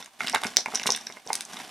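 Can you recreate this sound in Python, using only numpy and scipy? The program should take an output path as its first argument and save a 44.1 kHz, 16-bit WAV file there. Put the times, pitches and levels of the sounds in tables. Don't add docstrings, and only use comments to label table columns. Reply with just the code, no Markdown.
import sys
import numpy as np
from scipy import signal
from scipy.fft import rfft, irfft
from scipy.io import wavfile

SR = 44100
rng = np.random.default_rng(int(sys.argv[2]) if len(sys.argv) > 2 else 0)


def inscribe(sig):
    pcm = np.round(np.clip(np.atleast_2d(sig).T, -1, 1) * 32767)
    wavfile.write(sys.argv[1], SR, pcm.astype(np.int16))


def ratio(d):
    e = np.asarray(d, float) / 20
    return 10 ** e


N = 74970

# start_s, peak_db, pitch_hz
FRAME_THUMPS = [(0.225, -49, 217), (.244, -27.5, 199), (0.306, -36.5, 238), (.345, -32, 475),
                (0.453, -20, 210), (.456, -27, 434), (0.566, -35, 330), (0.675, -32.5, 213),
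                (0.736, -26.5, 440), (.858, -25.5, 208), (.8885, -19.5, 510), (.896, -24.5, 442),
                (1.096, -37, 552), (1.264, -30.5, 466), (1.3, -30, 274), (1.302, -35, 430),
                (1.59, -56, 239)]
# time_s, level_db
TURNING = [(0, -46.5), (0.096, -60.5), (0.194, -55), (0.217, -44), (.4, -45.5), (.53, -49.5), (.65, -53.5),
           (.76, -43.5), (.95, -50), (1.05, -51), (1.241, -58.5), (1.298, -46.5), (1.479, -52),
           (1.598, -43.5), (1.7, -49)]
# freq_hz, density_db_per_hz
RUB_SPECTRUM = [(35, -59), (60, -27), (217, 8), (380, -11), (715, 6.5), (1110, 0.5), (5590, -5),
                (10000, -9), (13900, -17), (16000, -56)]
# freq_hz, width_hz, level_db
RUB_RINGS = [(201, 270, -19), (390, 330, -15), (800, 100, -37.5), (2170, 160, -51), (3700, 500, -22),
             (6140, 250, -20)]
# start_s, peak_db, top_band_rel_db
TREAT_TICKS = [(0.059, -35, -4.5), (0.271, -29.5, 1), (0.296, -18, -10), (.348, -16, 0), (0.4358, -27.5, 1),
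               (.344, -23, -5), (.457, -34, -13), (.479, -43, -13), (.8125, -37, -14), (.835, -27, -5),
               (0.8716, -23, -5), (.8925, -33, -5), (0.912, -26, -3), (1.29, -42, 1), (.045, -32.5, -8),
               (0.682, -46, -4), (0.443, -26, -4), (0.467, -27, -19), (0.503, -36, -17),
               (0.5683, -12, -3.5), (.562, -28, -3), (0.581, -39, -10), (.586, -29, 0), (.605, -27, -9),
               (.514, -50, -15), (.3277, -40, -6), (0.2663, -36, -9), (.659, -39, -7), (.9737, -32, -6),
               (.748, -21, 1), (0.759, -21, -19), (.864, -21, 0), (0.867, -19.5, 0), (0.876, -20, -16),
               (.9035, -26, -15), (.920, -15, -13), (.961, -25.5, 7.5), (1.066, -34.5, -10),
               (1.264, -41.5, 4), (1.33, -12.5, -2.5), (1.34, -25, 2), (1.353, -16, -0.5),
               (1.363, -28, -19), (1.4072, -17.5, -4.5), (1.419, -29, -12), (1.451, -25.5, -4.5)]
# low_hz, high_hz
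TICK_BANDS = [(4600, 8610), (7600, 10060), (11000, 14600)]
# start_s, peak_db
RIM_SNAPS = [(.2055, -20), (.2655, -24), (.2715, -13), (.280, -21), (.288, -21), (.4345, -15), (.537, -32),
             (.659, -15), (.7963, -17), (.8718, -2), (.8739, -7), (.948, -24), (.9737, -21), (1.0685, -20)]
# start_s, peak_db, lower_modes_rel_db
CHATTER = [(0.0247, -27, -3), (0.1725, -66.5, 11), (0.2828, -25, -10), (0.327, -25, -33),
           (0.3798, -28, -27), (0.4679, -24.5, -6), (0.5615, -33, -21), (.5682, -16.5, -38),
           (.580, -32, -22), (.586, -38, -25), (.605, -25, -30), (.617, -42, -20), (0.216, -37.5, 7),
           (.249, -38, -14), (0.7459, -18.5, -29), (0.7545, -21, -24), (0.755, -18.5, -16),
           (0.7414, -33, -15), (0.7724, -25, -9), (0.7972, -31, -21), (0.8314, -28, -9),
           (0.8669, -13.5, -1), (0.8764, -19.5, -21), (0.88, -35, -18), (0.9033, -17, -8.5),
           (0.9103, -25, -6), (0.9159, -21, -4), (0.9224, -17, -12), (0.965, -29.5, -8), (1.019, -45, -13),
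           (0.9199, -10.5, -19), (0.9314, -26.5, -2), (0.938, -27, -3), (0.9482, -23, 2.5),
           (0.961, -27.5, -2), (0.985, -38, 1), (1.0102, -34, -23), (1.027, -38, -1), (1.0683, -21.5, -8),
           (1.123, -34.5, -2.5), (1.2734, -30, -6.5), (1.5319, -29.5, -6), (1.5683, -32, 3.5)]
# freq_hz, level_db, t60_s
BAR_UPPER = [(5420, -4, 0.009), (5650, -2, 0.008), (5980, -5, 0.006)]
BAR_LOWER = [(3715, -9.5, 0.029), (3796, -7, 0.016)]
# start_s, peak_db
RIM_CLICKS = [(.194, -58), (0.2052, -18), (0.218, -42), (.234, -22), (0.2655, -20), (0.271, -12.5),
              (.280, -15), (0.288, -22.5), (.297, -16), (.3474, -8.5), (.358, -11.5), (0.4344, -12.5),
              (.3335, -33), (.354, -14.5), (.444, -20.5), (.468, -20), (.7455, -26.5), (.7485, -23),
              (0.7552, -21), (.7588, -21), (.7675, -30), (.773, -23), (1.342, -29), (0.933, -26),
              (0.865, -23), (.059, -31), (.485, -30), (0.536, -31), (0.561, -27.5), (0.659, -25),
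              (0.7966, -18.5), (.8128, -25), (0.8349, -18.5), (.8718, -14.5), (0.8732, -20), (0.947, -22.5),
              (0.961, -24.5), (.9737, -23.5), (0.993, -35), (1.0686, -25), (1.3296, -20.5), (1.351, -20.5),
              (1.407, -21.5), (1.599, -24.5)]
# freq_hz, level_db, t60_s
RIM_MODES = [(1582, -13.5, 0.015), (2144, -5.5, 0.0048), (2830, -9, 0.006), (3795, -8, 0.0071),
             (4800, -8, 0.0015), (7240, -19.5, 0.0085)]
# start_s, peak_db, upper_modes_rel_db
TUBE_KNOCKS = [(.024, -54, 13.5), (.074, -43, -7.5), (.205, -31, 13), (.245, -30.5, 6.5), (.334, -26, -1),
               (.344, -18, -1.5), (.3468, -17.5, 4), (.3395, -24.5, -1), (.358, -27.5, 8.5),
               (.429, -29, -9), (.434, -24.5, -1), (.448, -27.5, 4.5), (.584, -28, -6), (.659, -23.5, 1.5),
               (.682, -24, -13), (.721, -29, -2.5), (.737, -30, -5), (.8155, -35.5, 3.5), (.857, -26, -0.5),
               (.8885, -18.5, -10), (.895, -26.5, -5), (1.099, -33.5, -1.5), (1.169, -39, 0.5),
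               (1.268, -41, -14), (1.283, -30, -16), (1.302, -19.5, -9), (1.569, -45, 10.5),
               (1.601, -39, 2)]
# freq_hz, level_db, t60_s
TUBE_LOWER = [(1090, -13, .012), (720, -7, .025), (810, -5, .018), (900, -3, .018), (1010, -6, .015),
              (1180, -9, .012)]
TUBE_UPPER = [(1350, -5, .016), (1500, -4, .016), (1880, -6, .016), (2110, -4, .04), (2300, -8, .016)]
# freq_hz, difference_db
LEAN = [(100, -2), (300, 1.2), (700, -3.5), (2500, -2), (9000, 0.1)]

AIR_DB, AIR_CUT_HZ = -60, 10000
RUMBLE_DB, SHAKE_HZ = -34, 20
ROOM_T60_S, ROOM_DB, WALL_CUT_HZ = 0.17, -11, 11000
WIDTH_DB, WIDTH_FROM_HZ, TOP_WIDTH_DB, TOP_WIDTH_HZ = -18, 450, 10, 9900
THUMP_T60_S, THUMP_SOFT_HZ, THUMP_DB = 0.046, 574, -1
RUB_GRAINS_PER_S, RUB_GRAIN_DB, RUB_SMOOTH_DB, RUB_DB = 2500, 3.5, 3, 3
CLUMP_HZ, CLUMP_DB = (140, 25), 2.5
TICK_T60_S, FIZZ_DB = 0.007, -7
SNAP_HZ, SNAP_T60_S, SNAP_DB = 4440, 0.00046, 5
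RIM_LOW_HZ, RIM_HIGH_HZ = 790, 6400
KNOCK_CONTACT_S, KNOCK_DB = 0.00324, 1
LAG_S, MODE_SPREAD_DB = 0.0008, 2.5
LOW_CUT_HZ, TOP_CUT_HZ, CUTOFF_HZ = 239, 13040, 16700


def rms_one(x):
    return x / np.sqrt(np.mean(x ** 2) + 1e-20)


def butter(x, order, hz, kind):
    return signal.sosfilt(signal.butter(order, hz, kind, fs=SR, output="sos"), x)


def colour(x, points):
    hz, db = np.transpose(points)
    curve_db = np.interp(np.log(np.fft.rfftfreq(N, 1 / SR) + 1), np.log(hz), db)
    return irfft(rfft(x) * ratio(curve_db), N)


def soften(x, hz):
    r = np.exp(-2 * np.pi * hz / SR)
    return signal.lfilter([(1 - r) ** 2], [1, -2 * r, r * r], x)


def ring(force, hz, t60_s):
    r, w = ratio(-60 / (t60_s * SR)), 2 * np.pi * hz / SR
    return signal.lfilter([0, np.sin(w)], [1, -2 * r * np.cos(w), r * r], force + 1e-18)


def spikes(start_s, peak_db):
    out = np.zeros(N)
    out[((start_s + LAG_S) * SR).astype(int)] = ratio(peak_db)
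    return out


def strike(start_s, peak_db, modes, contact_s):
    out = np.zeros(N)
    luck = rng.standard_normal((len(start_s), len(modes), 256))
    age = np.arange(255)
    fade = ratio(-60 * age / SR / contact_s)
    spots = ((start_s[:, None] + LAG_S) * SR).astype(int) + age
    for k, (hz, level_db, t60_s) in enumerate(modes):
        rough = luck[:, k, 1:] * fade
        drive = np.abs(rough @ np.exp(-2j * np.pi * hz * age / SR) + 1e-9)
        rough = rough / drive[:, None]
        gain = ratio(peak_db + level_db + MODE_SPREAD_DB * luck[:, k, 0])
        force = np.zeros(N)
        np.add.at(force, spots, gain[:, None] * rough)
        out += ring(ring(force, hz, t60_s), hz, 3 / hz) * (1 - ratio(-20 * hz / SR)) * 2
    return out


def air():
    return ratio(AIR_DB) * soften(rng.standard_normal((2, N)), AIR_CUT_HZ)


def rumble(toy):
    spectrum = [(20, 5), (50, -5), (90, -1), (160, -13), (400, -44)]  # freq_hz, level_db
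    shake = rms_one(colour(rng.standard_normal((2, N)), spectrum))
    return ratio(RUMBLE_DB) * soften(np.abs(toy), SHAKE_HZ) * shake


def room(x):
    age_s = np.arange(SR // 2) / SR
    envelope = ratio(-60 * age_s / ROOM_T60_S) * (1 - np.exp(-age_s / 0.0013))
    tails = soften(rng.standard_normal((2, SR // 2)) * envelope, WALL_CUT_HZ)
    tails = tails / np.sqrt(np.sum(tails ** 2, axis=1, keepdims=True))
    return signal.fftconvolve(x[None], tails, axes=1)[:, :N]


def frame_thumps():
    out = np.zeros(N)
    for start_s, peak_db, pitch_hz in FRAME_THUMPS:
        push = np.zeros(N)
        push[int(start_s * SR)] = ratio(peak_db + THUMP_DB)
        out += ring(push, pitch_hz, THUMP_T60_S) + 0.37 * ring(push, 224, THUMP_T60_S)
    return soften(out, THUMP_SOFT_HZ)


def turning_gain():
    return ratio(np.interp(np.arange(N) / SR, *np.transpose(TURNING)))


def rubbing():
    sizes = ratio(RUB_GRAIN_DB * np.minimum(rng.exponential(1, N), 5)) * rng.choice([-1, 1], N)
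    grains = rms_one(sizes * (rng.random(N) < RUB_GRAINS_PER_S / SR))
    grains = grains + ratio(RUB_SMOOTH_DB) * rng.standard_normal(N)
    clumps = sum(rms_one(soften(rng.standard_normal(N), hz)) for hz in CLUMP_HZ)
    grains = grains * ratio(CLUMP_DB * clumps)
    rings = sum(ratio(db) * rms_one(ring(grains, hz, 2.2 / width_hz)) for hz, width_hz, db in RUB_RINGS)
    return ratio(RUB_DB) * turning_gain() * (rms_one(colour(grains, RUB_SPECTRUM)) + rings)


def treat_ticks():
    out = np.zeros(N + SR)
    fade = ratio(-60 * np.arange(2048) / SR / TICK_T60_S)
    for start_s, peak_db, top_db in TREAT_TICKS:
        noise = rng.standard_normal(2048) * fade
        first = int((start_s + LAG_S) * SR)
        levels_db = (peak_db + 2, peak_db + top_db + 0.5, peak_db + top_db + FIZZ_DB)
        for edges_hz, band_db in zip(TICK_BANDS, levels_db):
            crack = butter(noise, 2, edges_hz, "band")
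            out[first:first + 2048] += ratio(band_db) * crack / np.abs(crack).max()
    return out[:N]


def rim_snaps():
    return ring(spikes(*np.transpose(RIM_SNAPS)), SNAP_HZ, SNAP_T60_S)


def chatter():
    start_s, peak_db, lower_db = np.transpose(CHATTER)
    upper = strike(start_s, peak_db, BAR_UPPER, contact_s=0.0033)
    lower = strike(start_s, peak_db + lower_db + 1.5, BAR_LOWER, contact_s=0.002945)
    return upper + lower


def rim_clicks():
    start_s, peak_db = np.transpose(RIM_CLICKS)
    rims = strike(start_s, peak_db, RIM_MODES, contact_s=0.0005)
    snaps = spikes(start_s, peak_db + SNAP_DB)
    return butter(rims + snaps, 2, [RIM_LOW_HZ, RIM_HIGH_HZ], "band")


def tube_knocks():
    start_s, peak_db, upper_db = np.transpose(TUBE_KNOCKS)
    lower = strike(start_s, peak_db, TUBE_LOWER, KNOCK_CONTACT_S)
    upper = strike(start_s, peak_db + upper_db - 2, TUBE_UPPER, KNOCK_CONTACT_S)
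    return ratio(KNOCK_DB) * (lower + upper)


def scene():
    toy = frame_thumps() + rubbing() + treat_ticks() + rim_snaps() + chatter() + rim_clicks() + tube_knocks()
    mid, side = room(toy) * ratio([[ROOM_DB], [WIDTH_DB]])
    side = side + ratio(TOP_WIDTH_DB) * butter(side, 4, TOP_WIDTH_HZ, "high")
    spacing = 0.07 * (np.roll(toy, -1) - np.roll(toy, 1))
    side = butter(side + spacing, 1, WIDTH_FROM_HZ, "high")
    left_right = []
    for way in (1, -1):
        lean = [(hz, way * db / 2) for hz, db in LEAN]
        left_right.append(colour(toy + mid, lean) + way * side)
    near = butter(np.array(left_right), 2, [LOW_CUT_HZ, TOP_CUT_HZ], "band")
    return near + air() + rumble(toy)


def roll_off(x):
    return signal.sosfilt(signal.butter(12, 16480, fs=SR, output="sos"), x)


def record(dry):
    top_cut = signal.cheby2(10, 60, CUTOFF_HZ, fs=SR, output="sos")
    mix = signal.sosfilt(top_cut, dry)
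    return roll_off(mix)


dry = scene()
out = record(dry)
inscribe(out)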